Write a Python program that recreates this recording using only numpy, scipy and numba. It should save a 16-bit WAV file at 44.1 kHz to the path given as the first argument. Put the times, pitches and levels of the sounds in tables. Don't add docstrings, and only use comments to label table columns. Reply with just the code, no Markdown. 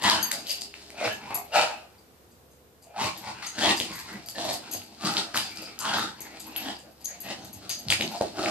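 import sys
import numpy as np
from scipy import signal
from scipy.fft import rfft, irfft
from scipy.io import wavfile
from scipy.ndimage import uniform_filter1d
from numba import njit

SR = 44100
rng = np.random.default_rng(int(sys.argv[2]) if len(sys.argv) > 2 else 0)


def unload_audio(sound):
    columns = np.transpose(np.atleast_2d(sound))
    steps = np.round(np.clip(columns, -1, 1) * 32767)
    wavfile.write(sys.argv[1], SR, steps.astype(np.int16))


N = 374850

# (f/Hz, relative level per Hz/dB)
AIR_SPECTRUM = [(25, -0.5), (45, -10), (60, -11), (90, -3), (98, -8.5), (138, -4), (176, -7), (213, -7),
                (473, -6.5), (515, -5), (550, -10.5), (2000, -24), (10300, -29), (13900, -21.5),
                (15500, -48)]
AIR_DB = -58.5
# (start t/s, end t/s, f/Hz, relative level/dB)
FAINT_TONES = [(.4, 1.55, 410, -60.5), (1.9, 3, 511, -77)]
HUM_HZ, HUM_DB = 70, -63.5

ROOM_T60_S, ROOM_TREBLE_T60_S, ROOM_BASS_SIDE = 0.21, 0.23, 0.15
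WALL_S, WALL_DB = 0.01, -11
KNOCK_ROOM_DB, TAG_ROOM_DB = -2.5, -1.5
# (t/s, left minus right level before the spectral tilt/dB)
BALANCE = [(0.0, 5), (0.45, 3), (1.39, 3), (1.75, 7), (2.79, -5), (2.82, 3), (2.91, 2), (3.24, 5.5),
           (4.24, 3), (4.28, 2), (4.36, 3), (4.64, 2), (4.8, 4), (8.5, 3.5)]
LEFT_LAG_S, TAG_LAG_S = .00006, .00002
LEFT_TREBLE_DB, TAG_LEFT_DB = 6.5, 1

# (t/s, relative level/dB)
FLOOR_RUMBLE = [(0.0, -61), (0.07, -40), (0.19, -39), (0.21, -67), (0.92, -79), (1.09, -47), (1.21, -74),
                (1.66, -56), (1.7, -68), (2.96, -69), (3.05, -39), (3.15, -68), (3.27, -50), (3.53, -74),
                (3.6, -47), (4.24, -57), (4.52, -45), (4.64, -75), (4.76, -45), (4.85, -71), (5.04, -59),
                (5.35, -68), (5.42, -49), (5.75, -71), (5.96, -51), (6.27, -71), (6.7, -54), (6.91, -79),
                (7.55, -57), (7.81, -75), (7.88, -36), (8.19, -69), (8.48, -45), (8.5, -64)]
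RUMBLE_HZ, RUMBLE_WIDTH_HZ, RUMBLE_DB = 105.6, 51, -7.5
# (t/s, relative peak level/dB, settled f/Hz, t60/s)
LANDINGS = [(0.045, -34, 96.5, .1), (1.059, -38, 106, 0.19), (3.011, -37, 149, .08), (3.041, -32, 102, .09),
            (3.578, -23.5, 240, 0.043), (3.806, -23.5, 255, 0.053), (3.9, -32, 167, 0.1),
            (4.14, -33.5, 185, 0.085), (4.372, -31, 265, 0.1), (4.449, -42, 95, 0.072),
            (4.745, -39, 290, 0.073), (5.041, -23, 175, 0.13), (5.618, -36, 250, 0.042),
            (6.487, -40, 254, 0.096), (6.662, -31.5, 259, 0.1), (7.297, -40, 187, 0.087),
            (7.559, -38.5, 85, 0.11), (7.866, -23, 122, 0.059), (7.884, -29, 98, 0.15),
            (7.997, -20, 208.5, 0.05), (8.031, -29, 160, 0.072), (8.04, -24.5, 330, 0.063),
            (8.209, -23, 251, 0.066), (8.241, -26, 333, 0.057), (8.386, -27, 330, .07)]
THUD_RISE, THUD_SETTLE_S = 0.2018, 0.0065
THUD_SLAP_DB = -13

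# (t/s, shell level/dB, shell f/Hz, cavity level/dB, tick level/dB)
KNOCKS_AND_CLICKS = [(0.023, -26, 3900, -29, -42), (0.046, -18, 3800, -40, -43),
                     (0.099, -5, 4700, -30, -30), (0.109, -27, 4000, -34, -46),
                     (0.3148, -20.5, 1970, -59.5, -26.5), (0.318, -19.5, 4050, -49, -30.5),
                     (0.4493, -46, 4770, -32, -55), (0.4696, -27, 4200, -51, -50),
                     (0.5072, -28, 4830, -47, -30), (0.619, -22, 4800, -35, -38),
                     (0.7406, -28.5, 2580, -56, -66.5), (0.904, -36.5, 2140, -57, -49.5),
                     (0.984, -33, 2520, -30, -64.5), (1.0132, -23.5, 650, -28, -64.5),
                     (1.043, -27, 625, -35, -64), (1.077, -21, 1460, -40, -60),
                     (1.3075, -23, 890, -38, -57), (1.32, -33, 810, -40, -60), (1.357, -24, 900, -39, -47),
                     (3.4276, -27, 1420, -36, -59), (3.639, -14, 3230, -34, -53),
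                     (3.669, -14.5, 2300, -14, -52), (3.6803, -20, 2300, -10, -50),
                     (3.7, -22, 990, -22, -54), (3.711, -12.5, 3600, -27, -56),
                     (3.8013, -15, 3300, -36, -37), (3.809, -42, 695, -17.5, -60),
                     (3.8125, -20, 2980, -40, -48), (3.9083, -39, 980, -23, -81),
                     (3.923, -42, 980, -41, -70), (4.287, -27, 4830, -35, -36), (4.748, -31, 610, -44, -60),
                     (4.8181, -36, 2760, -46.5, -58), (5.169, -12.5, 3940, -39, -49),
                     (5.172, -22, 3170, -47, -53), (5.182, -15, 4160, -43, -50),
                     (5.3452, -18, 1540, -24, -47), (5.3574, -17.5, 1200, -56, -40),
                     (5.3746, -16, 3130, -32, -25.5), (5.378, -24, 1510, -24, -36),
                     (5.573, -28, 4920, -50, -50), (5.624, -34, 580, -38, -46), (5.79, -38, 3380, -48, -34),
                     (5.968, -20, 1290, -35.5, -55), (5.9846, -17.5, 1320, -26, -48.5),
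                     (5.995, -21, 1370, -35, -55), (6.206, -40, 3810, -34, -41),
                     (6.553, -47, 1800, -46, -62), (6.562, -21.5, 3130, -35, -54),
                     (7.044, -45.5, 4830, -60, -44), (7.056, -32, 4530, -60, -40),
                     (7.694, -28, 4730, -48, -30), (7.8853, -19.5, 4430, -45.5, -43),
                     (7.903, -7.5, 3180, -55, -27), (7.9135, -24, 2700, -42, -40),
                     (7.9171, -14, 3740, -20, -36), (7.9235, -7.5, 2380, -47, -37),
                     (7.936, -22, 2300, -22, -42), (8.0095, -16, 2500, -15, -53),
                     (8.0117, -15.5, 3650, -40, -55), (8.023, -19, 3000, -40, -60),
                     (8.078, -24.5, 4300, -50, -55), (8.2108, -14.5, 604, -9, -58),
                     (8.2222, -19, 700, -19, -57), (8.394, -30, 1180, -15.5, -52),
                     (8.46, -16, 2320, -22, -58.5)]
# (f/Hz, t60/s, relative level/dB)
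CAVITY_MODES = [(590, .011, 0), (330, .02, -6)]
CRACK_DB = -6

# (t/s, top, middle and low mode level/dB, ring rattle level/dB)
TAG_TOUCHES = [(0.031, -42, -48, -33, -39.5), (0.2137, -52, -45, -41, -45), (0.2277, -23.5, -28, -26, -43),
               (0.318, -47, -54, -39, -42), (0.388, -51, -53, -42, -52), (0.471, -44, -54, -39, -50),
               (0.4924, -37, -43, -28, -48), (0.5135, -37, -48, -26, -45), (0.6096, -49, -51.5, -36, -45.5),
               (1.075, -50, -62, -57, -61), (1.1254, -46, -48, -58.5, -57), (1.3442, -24, -62.5, -62, -40),
               (1.5604, -42, -60, -60, -57), (1.982, -80.5, -84, -57, -70.5), (2.311, -71, -76, -65, -69),
               (2.513, -68, -66, -71, -66), (2.823, -59, -85, -56, -59), (3.023, -46, -60, -58, -62),
               (3.041, -45, -51, -50, -51), (3.1744, -42, -65, -54, -55), (3.4636, -45, -50, -38, -43),
               (3.765, -42, -47, -37, -42), (3.79, -40, -57, -50, -50), (3.8407, -53, -58, -53, -58),
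               (3.9303, -48, -55.5, -40, -51), (3.9542, -41, -61, -58, -56), (3.99, -46, -54.5, -49, -53),
               (4.128, -51.5, -63, -49, -59.5), (4.26, -44, -64, -43, -54), (4.2892, -43, -57, -37.5, -50),
               (4.4453, -44, -62, -56, -62), (4.5185, -46, -54, -45, -50), (4.5296, -37, -61.5, -43, -47),
               (4.713, -35.5, -41.5, -52, -44.5), (4.7346, -30.5, -34, -49, -46),
               (4.8334, -57, -62, -58, -61), (5.0429, -47, -58, -56.5, -64), (5.1158, -43.5, -56, -46, -64),
               (5.3588, -37, -48, -42, -39), (5.436, -46, -56.5, -36, -58.5),
               (5.5074, -54, -65, -56, -65.5), (5.558, -58, -60, -48, -49.5),
               (5.6182, -46, -65.5, -41, -54), (5.793, -38, -51, -44, -41.5), (5.802, -45, -49, -46, -45),
               (5.9763, -41, -46, -38, -48), (6.205, -39.5, -58.5, -58, -47), (6.397, -44, -71, -49, -47.5),
               (6.4663, -43, -74, -56.5, -58), (6.563, -29, -62, -56, -50.5), (6.6832, -55, -66, -60, -61),
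               (6.787, -58, -70, -60, -58), (6.9112, -63, -75, -68, -73), (7.008, -57, -69, -56, -61),
               (7.0457, -35.5, -38, -56, -47), (7.2033, -37.5, -52, -52, -49.5),
               (7.446, -45, -58, -66, -57), (7.529, -40.5, -56, -61, -53.5), (7.6946, -36, -39, -33, -43),
               (7.7887, -43, -51, -44, -57), (7.9012, -43, -41, -25, -32), (7.924, -38, -54, -43, -53),
               (8.012, -42, -55, -50, -63), (8.032, -56, -38, -50, -63.5), (8.062, -47, -57, -55, -64),
               (8.114, -46, -57, -52.5, -64.5), (8.172, -59, -59, -56, -56)]
# (f/Hz, longest t60/s, greatest offset of the twin f/Hz, full spread between touches f/Hz)
TAG_MODES = [(11735, .15, 40, 8), (6422, .24, 30, 20), (4750, .13, 220, 120)]
# (t/s, relative level/dB, t60/s, f/Hz)
TAG_CHATTER = [(.035, -40, 0.33, 4750), (.33, -38, .3, 4780), (.49, -32.5, 0.33, 4730),
               (.495, -44, .2, 6460), (.5, -44, .2, 11500), (.61, -39.5, 0.29, 4800),
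               (1.346, -34, 0.11, 11300), (3.463, -39.5, 0.33, 6430), (3.77, -33, 0.22, 4900),
               (4.27, -44, 0.4, 4700), (4.52, -40, 0.24, 4800), (4.715, -42, 0.38, 4700),
               (4.715, -42, .2, 6400), (5.36, -32, 0.35, 4780), (5.41, -35, 0.23, 4800),
               (5.45, -44, .15, 4800), (5.565, -44, .15, 4930), (5.628, -38, 0.21, 4860),
               (6.21, -42, 0.14, 6500), (6.4, -51.5, .3, 4770), (6.75, -49, 0.23, 4800),
               (7.046, -31.5, 0.23, 6500), (7.41, -52, 0.33, 6160), (7.696, -37, .3, 4800),
               (7.696, -32, 0.26, 6370), (7.903, -33, .3, 4800), (8.17, -44, .2, 4780)]
# (f/Hz, half the bandwidth/Hz, relative level/dB)
SPLIT_RINGS = [(6680, 1100, 11), (7510, 750, 9), (8550, 1550, 8.5), (4980, 780, 7.5)]
RATTLE_T60_S, RATTLE_PER_S = 0.14, 930
CHATTER_WIDTH_HZ, CHATTER_PER_S = 540, 440
TWIN_DB, TOUCH_DB = -1, 12
DAMPING_SPREAD = 0.72

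# (start t/s, end t/s, start f/Hz, end f/Hz, level at the crest/dB)
BREATH_WHISTLES = [(0.95, 1.118, 2580, 2290, -46), (1.07, 1.164, 1653, 1710, -36),
                   (1.096, 1.133, 3010, 3000, -38), (1.289, 1.48, 2570, 2530, -51),
                   (1.703, 1.893, 2620, 2468, -55), (2.85, 2.999, 639, 794, -60),
                   (3.001, 3.08, 850, 1050, -35), (8.0, 8.2, 152, 250, -45.5), (0.918, 1.0, 594, 670, -50),
                   (1.361, 1.488, 710, 790, -44), (5.455, 5.487, 3600, 3500, -45),
                   (5.858, 5.916, 3330, 3450, -41), (1.52, 1.563, 2780, 2980, -37),
                   (1.597, 1.656, 3080, 2750, -37), (1.022, 1.09, 2040, 2080, -40),
                   (3.239, 3.365, 2300, 2260, -49.5), (3.918, 4.05, 2050, 2200, -53),
                   (4.349, 4.39, 1760, 1780, -42.5), (5.505, 5.616, 2280, 2500, -50)]
WHISTLE_WIDTH_HZ, WHISTLE_CREST = 72, 0.127

# (full strength t/s, climb of the last 20 dB t/s, hold t/s, fall of 20 dB t/s,
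# nose level/dB, nose f/Hz, palate f/Hz, mouth f/Hz, throat f/Hz,
# then palate, mouth, nostril hiss and throat level re nose/dB); a scuff uses the same bands
SNORTS_AND_SCUFFS = [(0.059, 0.054, 0.093, 0.14, -29.5, 1043, 1670, 3200, 242, -0.5, -2.5, -1.5, -11.5),
                     (0.319, .005, 0.042, 0.11, -47, 650, 1530, 2080, 221, -3, -1, 3.5, -8),
                     (.48, 0.04, 0.03, 0.16, -54.5, 610, 1730, 3040, 336, -9, 11.5, 15.5, -12),
                     (0.737, .005, 0.006, 0.71, -62, 600, 1550, 2650, 346, 1, -9, 12, -17),
                     (1.052, 0.1, 0.032, 0.073, -33.5, 633, 1440, 2250, 280, -5, -1.5, -4.5, -11.5),
                     (1.25, 0.14, 0.057, 0.059, -46.5, 930, 1180, 2450, 200, -10, -5.5, -22, -10),
                     (1.31, 0.024, 0.048, 0.15, -41.5, 753, 1200, 2370, 203, -29, -6, -19, -11.5),
                     (1.525, 0.0091, .01, 0.056, -36.5, 750, 1320, 2700, 201.3, -10, -8, -7.5, -18),
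                     (1.563, 0.041, 0.063, 0.12, -25.5, 790, 1220, 2440, 258, -5, -6.5, -7, -20.5),
                     (1.75, .05, 0.0092, 0.094, -59, 685, 1260, 2360, 252, -6, 0, -11, 1),
                     (2.9, 0.096, .02, 0.087, -58.5, 666, 1328, 2400, 210, -17, -8, -17, -19.5),
                     (2.965, 0.029, 0.024, 0.042, -39, 720, 1328, 2430, 170, -11, -16, -15, -29),
                     (3.015, 0.05, 0.046, 0.088, -33, 1005, 2120, 2780, 161.6, -9.5, -6, -3.5, -8),
                     (3.275, 0.077, 0.02, 0.043, -38, 844, 1490, 2120, 186, -8.5, -8, -5, -14),
                     (3.365, 0.067, 0.035, 0.14, -47.5, 885, 1410, 2430, 173.7, -3, -3, -9, -16.5),
                     (3.427, 0.0092, 0.024, 0.076, -45.5, 910, 1350, 2140, 230, 4, 5.5, 7, -8.5),
                     (3.6, 0.051, 0.024, 0.048, -36, 710, 1550, 3160, 246, 0, -4, 3, -1.5),
                     (3.653, 0.04, 0.008, 0.027, -25, 660, 1900, 3000, 285.7, -4.5, 1, -4, -7),
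                     (3.682, 0.041, 0.013, 0.084, -26.5, 870, 1780, 2750, 320, -3.5, -0.5, -1, -3),
                     (3.808, 0.0093, 0.0051, 0.083, -50, 630, 1664, 3030, 237, -9.5, 7, 17, 12.5),
                     (3.929, 0.092, 0.0029, 0.33, -45, 1020, 1460, 2020, 183, -3.5, -1, 2.5, -10),
                     (4.085, 0.02, 0.012, 0.051, -51.5, 656, 1490, 2030, 200, 2.5, 5, 4, -3),
                     (4.14, 0.073, 0.019, 0.063, -50.5, 945, 1500, 1880, 227, -2, 2, -7, 4),
                     (4.389, 0.041, 0.15, 0.051, -36.5, 690, 1700, 3300, 260, -11, -8.5, -0.5, -5.5),
                     (4.64, 0.027, 0.04, 0.036, -49.5, 990, 1400, 2327, 244, -3, -3.5, -3, -6.5),
                     (4.739, 0.028, 0.0049, 0.14, -49, 643, 1270, 2680, 274, -5, 0, 4.5, -1),
                     (5.055, 0.066, 0.054, 0.23, -35.5, 800, 1150, 2560, 242, -0.5, -9, 2, -2),
                     (5.173, 0.0085, 0.008, 0.075, -39, 920, 1210, 3720, 243, -16, -1, 5.5, -3),
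                     (5.347, 0.0098, 0.025, 0.16, -41, 870, 1510, 2370, 230, 1.5, 1, 9, -5.5),
                     (5.51, 0.084, 0.0054, 0.46, -70.5, 779, 1510, 2330, 233, -7, 15, 17, -3),
                     (5.62, 0.25, 0.0715, 0.14, -55, 710, 1380, 2160, 256, 0, 2.5, 2.5, 2.5),
                     (5.884, 0.1, 0.059, 0.14, -35, 1025, 1380, 3470, 226, 0.5, -4, -1.5, -8.5),
                     (5.975, 0.058, 0.052, 0.079, -37.5, 960, 1200, 3900, 233, 4, 1, 1.5, -2),
                     (6.2, 0.033, 0.16, 0.31, -55, 760, 1580, 2230, 274, -3, 1, -2, -3.5),
                     (6.485, 0.043, 0.017, 0.03, -47, 894, 1310, 2600, 247, -23, -8.5, -9, -3.5),
                     (6.567, 0.006, 0.0047, 0.086, -58.5, 739, 1430, 2830, 267, 8, 19, 18, -5),
                     (6.666, 0.17, 0.037, 0.092, -41.5, 745, 1800, 2800, 268, -5, -1.5, -1.5, -4.5),
                     (6.87, 0.12, .005, 0.1, -57, 650, 1350, 2270, 246, -9.5, -16.5, -20, -1),
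                     (7.152, 0.12, 0.0047, 0.026, -53.5, 650, 1500, 2150, 237, -10, 0.5, 1, -13),
                     (7.309, 0.098, 0.0048, 0.082, -42.5, 595, 1870, 2950, 226, -1, -0.5, 0.5, -3),
                     (7.43, 0.29, 0.0133, 0.18, -52, 750, 1367, 2630, 203, -12, -12, -2, 3.5),
                     (7.55, 0.064, 0.017, 0.046, -61, 637, 1420, 2810, 147, -9, -10, -11, 8),
                     (7.63, 0.033, 0.0043, 0.15, -49, 570, 1190, 2640, 203, -2.5, -9, 1, 2.5),
                     (7.7, 0.0065, 0.0038, 0.074, -52.5, 814, 1720, 2530, 193, -1, 3, 17.5, 5.5),
                     (7.873, 0.021, 0.016, 0.056, -59.5, 630, 1490, 2710, 147, 2, -5, 12, 20),
                     (7.917, 0.025, 0.008, 0.028, -33, 790, 1520, 2640, 133, 0, -2, 8.5, -14),
                     (8.007, 0.029, 0.00245, 0.16, -37, 770, 1550, 2520, 218, -21, -2, 1, 2.5),
                     (8.104, 0.0088, 0.023, 0.043, -42.5, 755, 1320, 2640, 227, -13, -14, -6, -13),
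                     (8.149, 0.014, 0.012, 0.027, -35.5, 716, 1326, 2640, 227, -21, -20, -5, -20),
                     (8.211, 0.0037, 0.0033, 0.028, -33.5, 640, 1540, 2730, 258, -8, -12, -5.5, -4),
                     (8.392, 0.049, .12, 0.11, -33.5, 670, 1250, 2500, 307, -5, -14, -4.5, -3.5)]
# (t/s, nose level/dB)
SNUFFLE_LEVEL = [(0, -49.5), (.3, -55.5), (.55, -63.5), (.7, -66), (.9, -64.5), (1.2, -56), (1.6, -72),
                 (2.1, -82.5), (2.8, -96.5), (3.15, -56.5), (3.4, -58.5), (3.53, -62.5), (3.85, -58),
                 (4.25, -59), (4.95, -58.5), (5.3, -67), (5.78, -66), (6.4, -61.5), (6.8, -68), (7, -68.5),
                 (7.5, -65), (7.8, -63), (8.3, -55), (8.5, -64)]
# (nose, palate, mouth, throat f/Hz; palate, mouth, hiss, throat level re nose/dB)
SNUFFLE_TIMBRE = (669, 1446, 2578, 239, -10.5, -10.5, 2.5, 2)
# (f/Hz, half the bandwidth/Hz, relative level/dB)
HISS_BANDS = [(3550, 840, -24.5), (3470, 2250, 27.5), (4394, 1050, 25.5), (6520, 2030, 18.5)]
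ATTACK_CURVE, RELEASE_CURVE = 1.6, 0.75
SNUFFLE_FLICKER_DB, SNUFFLE_FLICKER_PER_S = 2.5, 14
NOSE_WIDTH_HZ, PALATE_WIDTH_HZ, MOUTH_WIDTH_HZ, THROAT_WIDTH_HZ = 334, 450, 660, 227
HOLLOW_HZ, HOLLOW_WIDTH_HZ, HOLLOW_DB = 637, 62, -10
WANDER, WANDER_PER_S = 0.083, 16
FLUTTER_HZ = 121.24
FLUTTER_QUIET, FLUTTER_LOUD = 0.42, 0.64
LOUD_DB = -33
CRACKLE, CRACKLE_PER_S = 0.51, 120
TOP_HZ = 15800


def undb(db):
    return 10 ** (np.asarray(db) / 20)


def unit(x):
    return x / np.sqrt(np.mean(x ** 2))


def decay(t, t60):
    return np.exp(-np.log(1000) * t / t60)


@njit
def svf(x, hz, width):
    y, band, low = np.empty(len(x)), 0., 0.
    for i in range(len(x)):
        g, k = np.tan(np.pi * hz[i] / SR), width / hz[i]
        v = (band + g * (x[i] - low)) / (1 + g * (g + k))
        band, low, y[i] = 2 * v - band, low + 2 * g * v, k * v
    return y


def steep(x, hz, width_hz):
    hz = hz * np.ones(len(x))
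    width = float(width_hz)
    return unit(svf(svf(x, hz, width), hz, width))


def through(x, modes):
    return unit(sum(undb(db) * steep(x, hz, 2.0 * half_width) for hz, half_width, db in modes))


def sparse(shape, rate):
    return (rng.random(shape) < rate / SR) * rng.standard_normal(shape)


def walk(rate):
    k = max(int(SR / rate), 1)
    held = np.repeat(rng.standard_normal(N // k + 1), k)
    return unit(uniform_filter1d(uniform_filter1d(held, k), k)[:N])


def ring(hz, t60):
    t = np.arange(int(t60 * SR)) / SR
    return np.sin(2 * np.pi * hz * t) * decay(t, t60)


def band(x, order, low_hz, high_hz):
    return signal.lfilter(*signal.butter(order, [low_hz, high_hz], "band", fs=SR), x)


def add(out, s, sound):
    i = int(s * SR)
    out[i:i + len(sound)] += sound[:len(out) - i]


def air():
    hz = np.maximum(np.fft.rfftfreq(N, 1 / SR), 1)
    table_hz, table_db = np.array(AIR_SPECTRUM).T
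    colour = undb(np.interp(np.log(hz), np.log(table_hz), table_db))
    mid, side = rfft(rng.standard_normal((2, N))) * colour
    side = side * np.clip(hz / 1200, .35, 1)
    mid, side = irfft(mid, N), irfft(side, N)
    return np.array([mid + side, mid - side]) * undb(AIR_DB + 1.2 * walk(3)) / np.std(mid)


def hum():
    t = np.arange(N) / SR
    phase = 2 * np.pi * np.cumsum(HUM_HZ + .6 * walk(3)) / SR
    out = undb(HUM_DB + 1.5 * walk(4)) * np.sin(phase)
    for start, end, hz, db in FAINT_TONES:
        fade = np.interp(t, [start, start + .15, end - .1, end], [0, 1, 1, 0])
        out += undb(db + 3 + 1.5 * walk(8)) * fade * np.sin(2 * np.pi * hz * t)
    return out


def room(x):
    t = np.arange(SR // 2) / SR
    mid, side = rng.standard_normal((2, len(t)))
    bass_noise = [mid + ROOM_BASS_SIDE * side, mid - ROOM_BASS_SIDE * side]
    low = signal.lfilter(*signal.butter(1, 700, fs=SR), bass_noise)
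    high = signal.lfilter(*signal.butter(1, 500, "high", fs=SR), [mid + 1.06 * side, mid - 1.28 * side])
    tail = 1.3 * low * decay(t, ROOM_T60_S) + high * decay(t, ROOM_TREBLE_T60_S)
    tail = tail * np.clip(t / WALL_S, .1, 1) ** 4
    tail = tail / np.sqrt(np.sum(tail ** 2) / 2)
    tail[[0, 1], int(WALL_S * SR) + np.array([0, 6])] += undb(WALL_DB)
    return signal.fftconvolve(x[None], tail, axes=1)[:, :N]


def ports(x, lag_s):
    hz = np.fft.rfftfreq(N, 1 / SR)
    treble = hz ** 2 / (hz ** 2 + 1500.0 ** 2)
    tilt = undb(LEFT_TREBLE_DB / 2 * treble - 2.5) * np.exp(-1j * np.pi * hz * lag_s)
    pan_db = np.interp(np.arange(N) / SR, *np.array(BALANCE).T) / 2
    return irfft(rfft(x) * np.array([tilt, 1 / tilt]), N) * undb([pan_db, -pan_db])


def thuds():
    out = np.zeros(N)
    for s, db, hz, t60 in LANDINGS:
        t = np.arange(int(t60 * SR)) / SR
        turns = hz * (t + THUD_RISE * THUD_SETTLE_S * (1 - np.exp(-t / THUD_SETTLE_S)))
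        body = np.sin(2 * np.pi * turns) * decay(t, t60)
        add(out, s, undb(db) * body * np.minimum(t / 0.0071, 1))
        add(out, s, undb(db + THUD_SLAP_DB) * ring(3.1 * hz, 0.0085))
    level_db = np.interp(np.arange(N) / SR, *np.array(FLOOR_RUMBLE).T) + RUMBLE_DB + 2.1 * walk(30)
    return out + undb(level_db) * steep(rng.standard_normal(N), RUMBLE_HZ, RUMBLE_WIDTH_HZ)


def knocks_and_clicks():
    out, grit = np.zeros(N), rng.standard_normal((len(KNOCKS_AND_CLICKS), 256))
    fade = np.exp(-np.arange(256) / SR / .0006)
    for (s, shell_db, shell_hz, cavity_db, tick_db), noise in zip(KNOCKS_AND_CLICKS, grit):
        shell = ring(shell_hz, .0015 + 4 / shell_hz)
        onset = np.minimum(np.arange(len(shell)) * shell_hz / SR, 1)
        add(out, s, undb(shell_db + 11.5) * shell * onset)
        add(out, s, undb(tick_db + 17.5) * band(noise * fade, 2, 4500, 12000))
        add(out, s, undb(shell_db + CRACK_DB) * band(noise[::-1] * fade, 1, 600, 6000))
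        for hz, t60, db in CAVITY_MODES:
            add(out, s, undb(cavity_db + db - 7.0) * ring(hz, t60))
    return out


def tags():
    out, shake = np.zeros(N), np.zeros(N)
    chance = rng.random((len(TAG_TOUCHES), 4, 3))
    t = np.arange(SR // 4) / SR
    bursts = rng.standard_normal((len(TAG_TOUCHES), 256)) * np.exp(-t[:256] / .0007)
    clicks = band(bursts, 2, 5000, 12500)
    rattle_shape = decay(t, RATTLE_T60_S) * np.minimum(t / 0.0084, 1)
    for (s, *mode_db, rattle_db), (detune, wait, size, damp), click in zip(TAG_TOUCHES, chance, clicks):
        add(out, s, undb(rattle_db + TOUCH_DB) * click)
        add(shake, s, undb(rattle_db + 7.5) * rattle_shape)
        for (hz, longest_t60, twin_hz, shift_hz), db, d, fur in zip(TAG_MODES, mode_db, detune, damp):
            t60 = longest_t60 * np.exp(-DAMPING_SPREAD * fur)
            mode = ring(hz - shift_hz * (d - .5), t60)
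            twin = ring(hz + 2 * twin_hz * (d - .5), t60)
            sound = undb(db - 1.5) * (mode + undb(TWIN_DB) * twin)
            sound *= np.minimum(np.arange(len(sound)) / SR / 0.001, 1)
            add(out, s, sound)
            for bounce in range(2):
                add(out, s + 0.013 + 0.059 * wait[bounce], 0.084 * size[bounce] * sound)
    ticks = sparse(N, RATTLE_PER_S) + 1e-18
    touches = sparse((len(TAG_CHATTER), len(t)), CHATTER_PER_S) + 1e-18
    for (s, db, t60, hz), touch in zip(TAG_CHATTER, touches):
        shape = decay(t, t60) * np.minimum(t / 0.0094, 1)
        add(out, s, undb(db) * shape * steep(touch, hz, CHATTER_WIDTH_HZ))
    return out + shake * through(ticks, SPLIT_RINGS)


def whistles():
    out = np.zeros(N)
    for start, end, hz0, hz1, db in BREATH_WHISTLES:
        u = np.arange(int((end - start) * SR)) / SR / (end - start)
        tone = steep(rng.standard_normal(len(u)), hz0 + (hz1 - hz0) * u, WHISTLE_WIDTH_HZ)
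        swell = np.interp(u, [0, WHISTLE_CREST, 1], [0, 1, 0])
        add(out, start, undb(db) * swell * tone)
    return out


def envelopes():
    t = np.arange(0, N / SR + .002, .001)
    flicker_db = SNUFFLE_FLICKER_DB * np.interp(t, np.arange(N) / SR, walk(SNUFFLE_FLICKER_PER_S))
    rows = np.array(SNORTS_AND_SCUFFS)
    s, rise, hold, fall, peak_db = rows[:, :5, None].transpose(1, 0, 2)
    attack_db = 20 * np.maximum((s - t) / rise, 0) ** ATTACK_CURVE
    release_db = 20 * np.maximum((t - s - hold) / fall, 0) ** RELEASE_CURVE
    snuffle_db = np.interp(t, *np.array(SNUFFLE_LEVEL).T) + flicker_db
    power = undb(np.vstack([peak_db - attack_db - release_db, snuffle_db])) ** 2
    colour = np.vstack([rows[:, 5:], SNUFFLE_TIMBRE]).T
    nose = power.sum(axis=0)
    hz = colour[:4] @ power / nose
    gain = np.sqrt(np.vstack([nose, undb(colour[4:]) ** 2 @ power]))
    return [np.interp(np.arange(N) / SR, t, curve) for curve in (*hz, *gain)]


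def snorts_and_scuffs():
    *centres, nose, palate, mouth, hiss, throat = envelopes()
    nose_hz, palate_hz, mouth_hz, throat_hz = (hz * np.exp(WANDER * walk(WANDER_PER_S)) for hz in centres)
    phase = np.cumsum(FLUTTER_HZ * np.exp(.3 * walk(25))) / SR % 1
    puffs = unit(np.exp(-phase / 0.7) * undb(9.5 * np.tanh(walk(90))))
    loudness = np.minimum(nose / undb(LOUD_DB), 1)
    flutter = np.clip(FLUTTER_QUIET + (FLUTTER_LOUD - FLUTTER_QUIET) * loudness, 0, 1)
    breath = rng.standard_normal((2, N)) * (1 - flutter + flutter * puffs)
    pops = CRACKLE * unit(sparse((2, N), CRACKLE_PER_S))
    flow, jet = (breath + pops) / np.hypot(1, CRACKLE)
    layers = nose * steep(flow, nose_hz, NOSE_WIDTH_HZ)
    layers += palate * steep(flow, palate_hz, PALATE_WIDTH_HZ)
    hollow = nose * np.sqrt(loudness) * undb(HOLLOW_DB)
    layers += hollow * steep(flow, HOLLOW_HZ, HOLLOW_WIDTH_HZ)
    layers += mouth * steep(flow, mouth_hz, MOUTH_WIDTH_HZ)
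    layers += throat * steep(flow, throat_hz, THROAT_WIDTH_HZ)
    return layers + hiss * through(jet, HISS_BANDS)


def scene():
    background = air() + hum()
    impacts, collar, noises = thuds() + knocks_and_clicks(), tags(), whistles() + snorts_and_scuffs()
    walls = room(noises + undb(KNOCK_ROOM_DB) * impacts + undb(TAG_ROOM_DB) * collar)
    tag_balance = undb([[TAG_LEFT_DB / 2], [-TAG_LEFT_DB / 2]])
    direct = ports(noises + impacts, LEFT_LAG_S) + ports(collar, TAG_LAG_S) * tag_balance
    return background + walls + direct


def record(dry):
    low_cut = signal.sosfilt(signal.butter(3, 55, "high", fs=SR, output="sos"), dry)
    softened = .8 * np.tanh(low_cut / .8)
    droop = signal.sosfilt(signal.butter(4, 13800, fs=SR, output="sos"), softened)
    return signal.sosfilt(signal.ellip(10, .2, 80, TOP_HZ, fs=SR, output="sos"), droop)


dry = scene()
out = record(dry)
unload_audio(out)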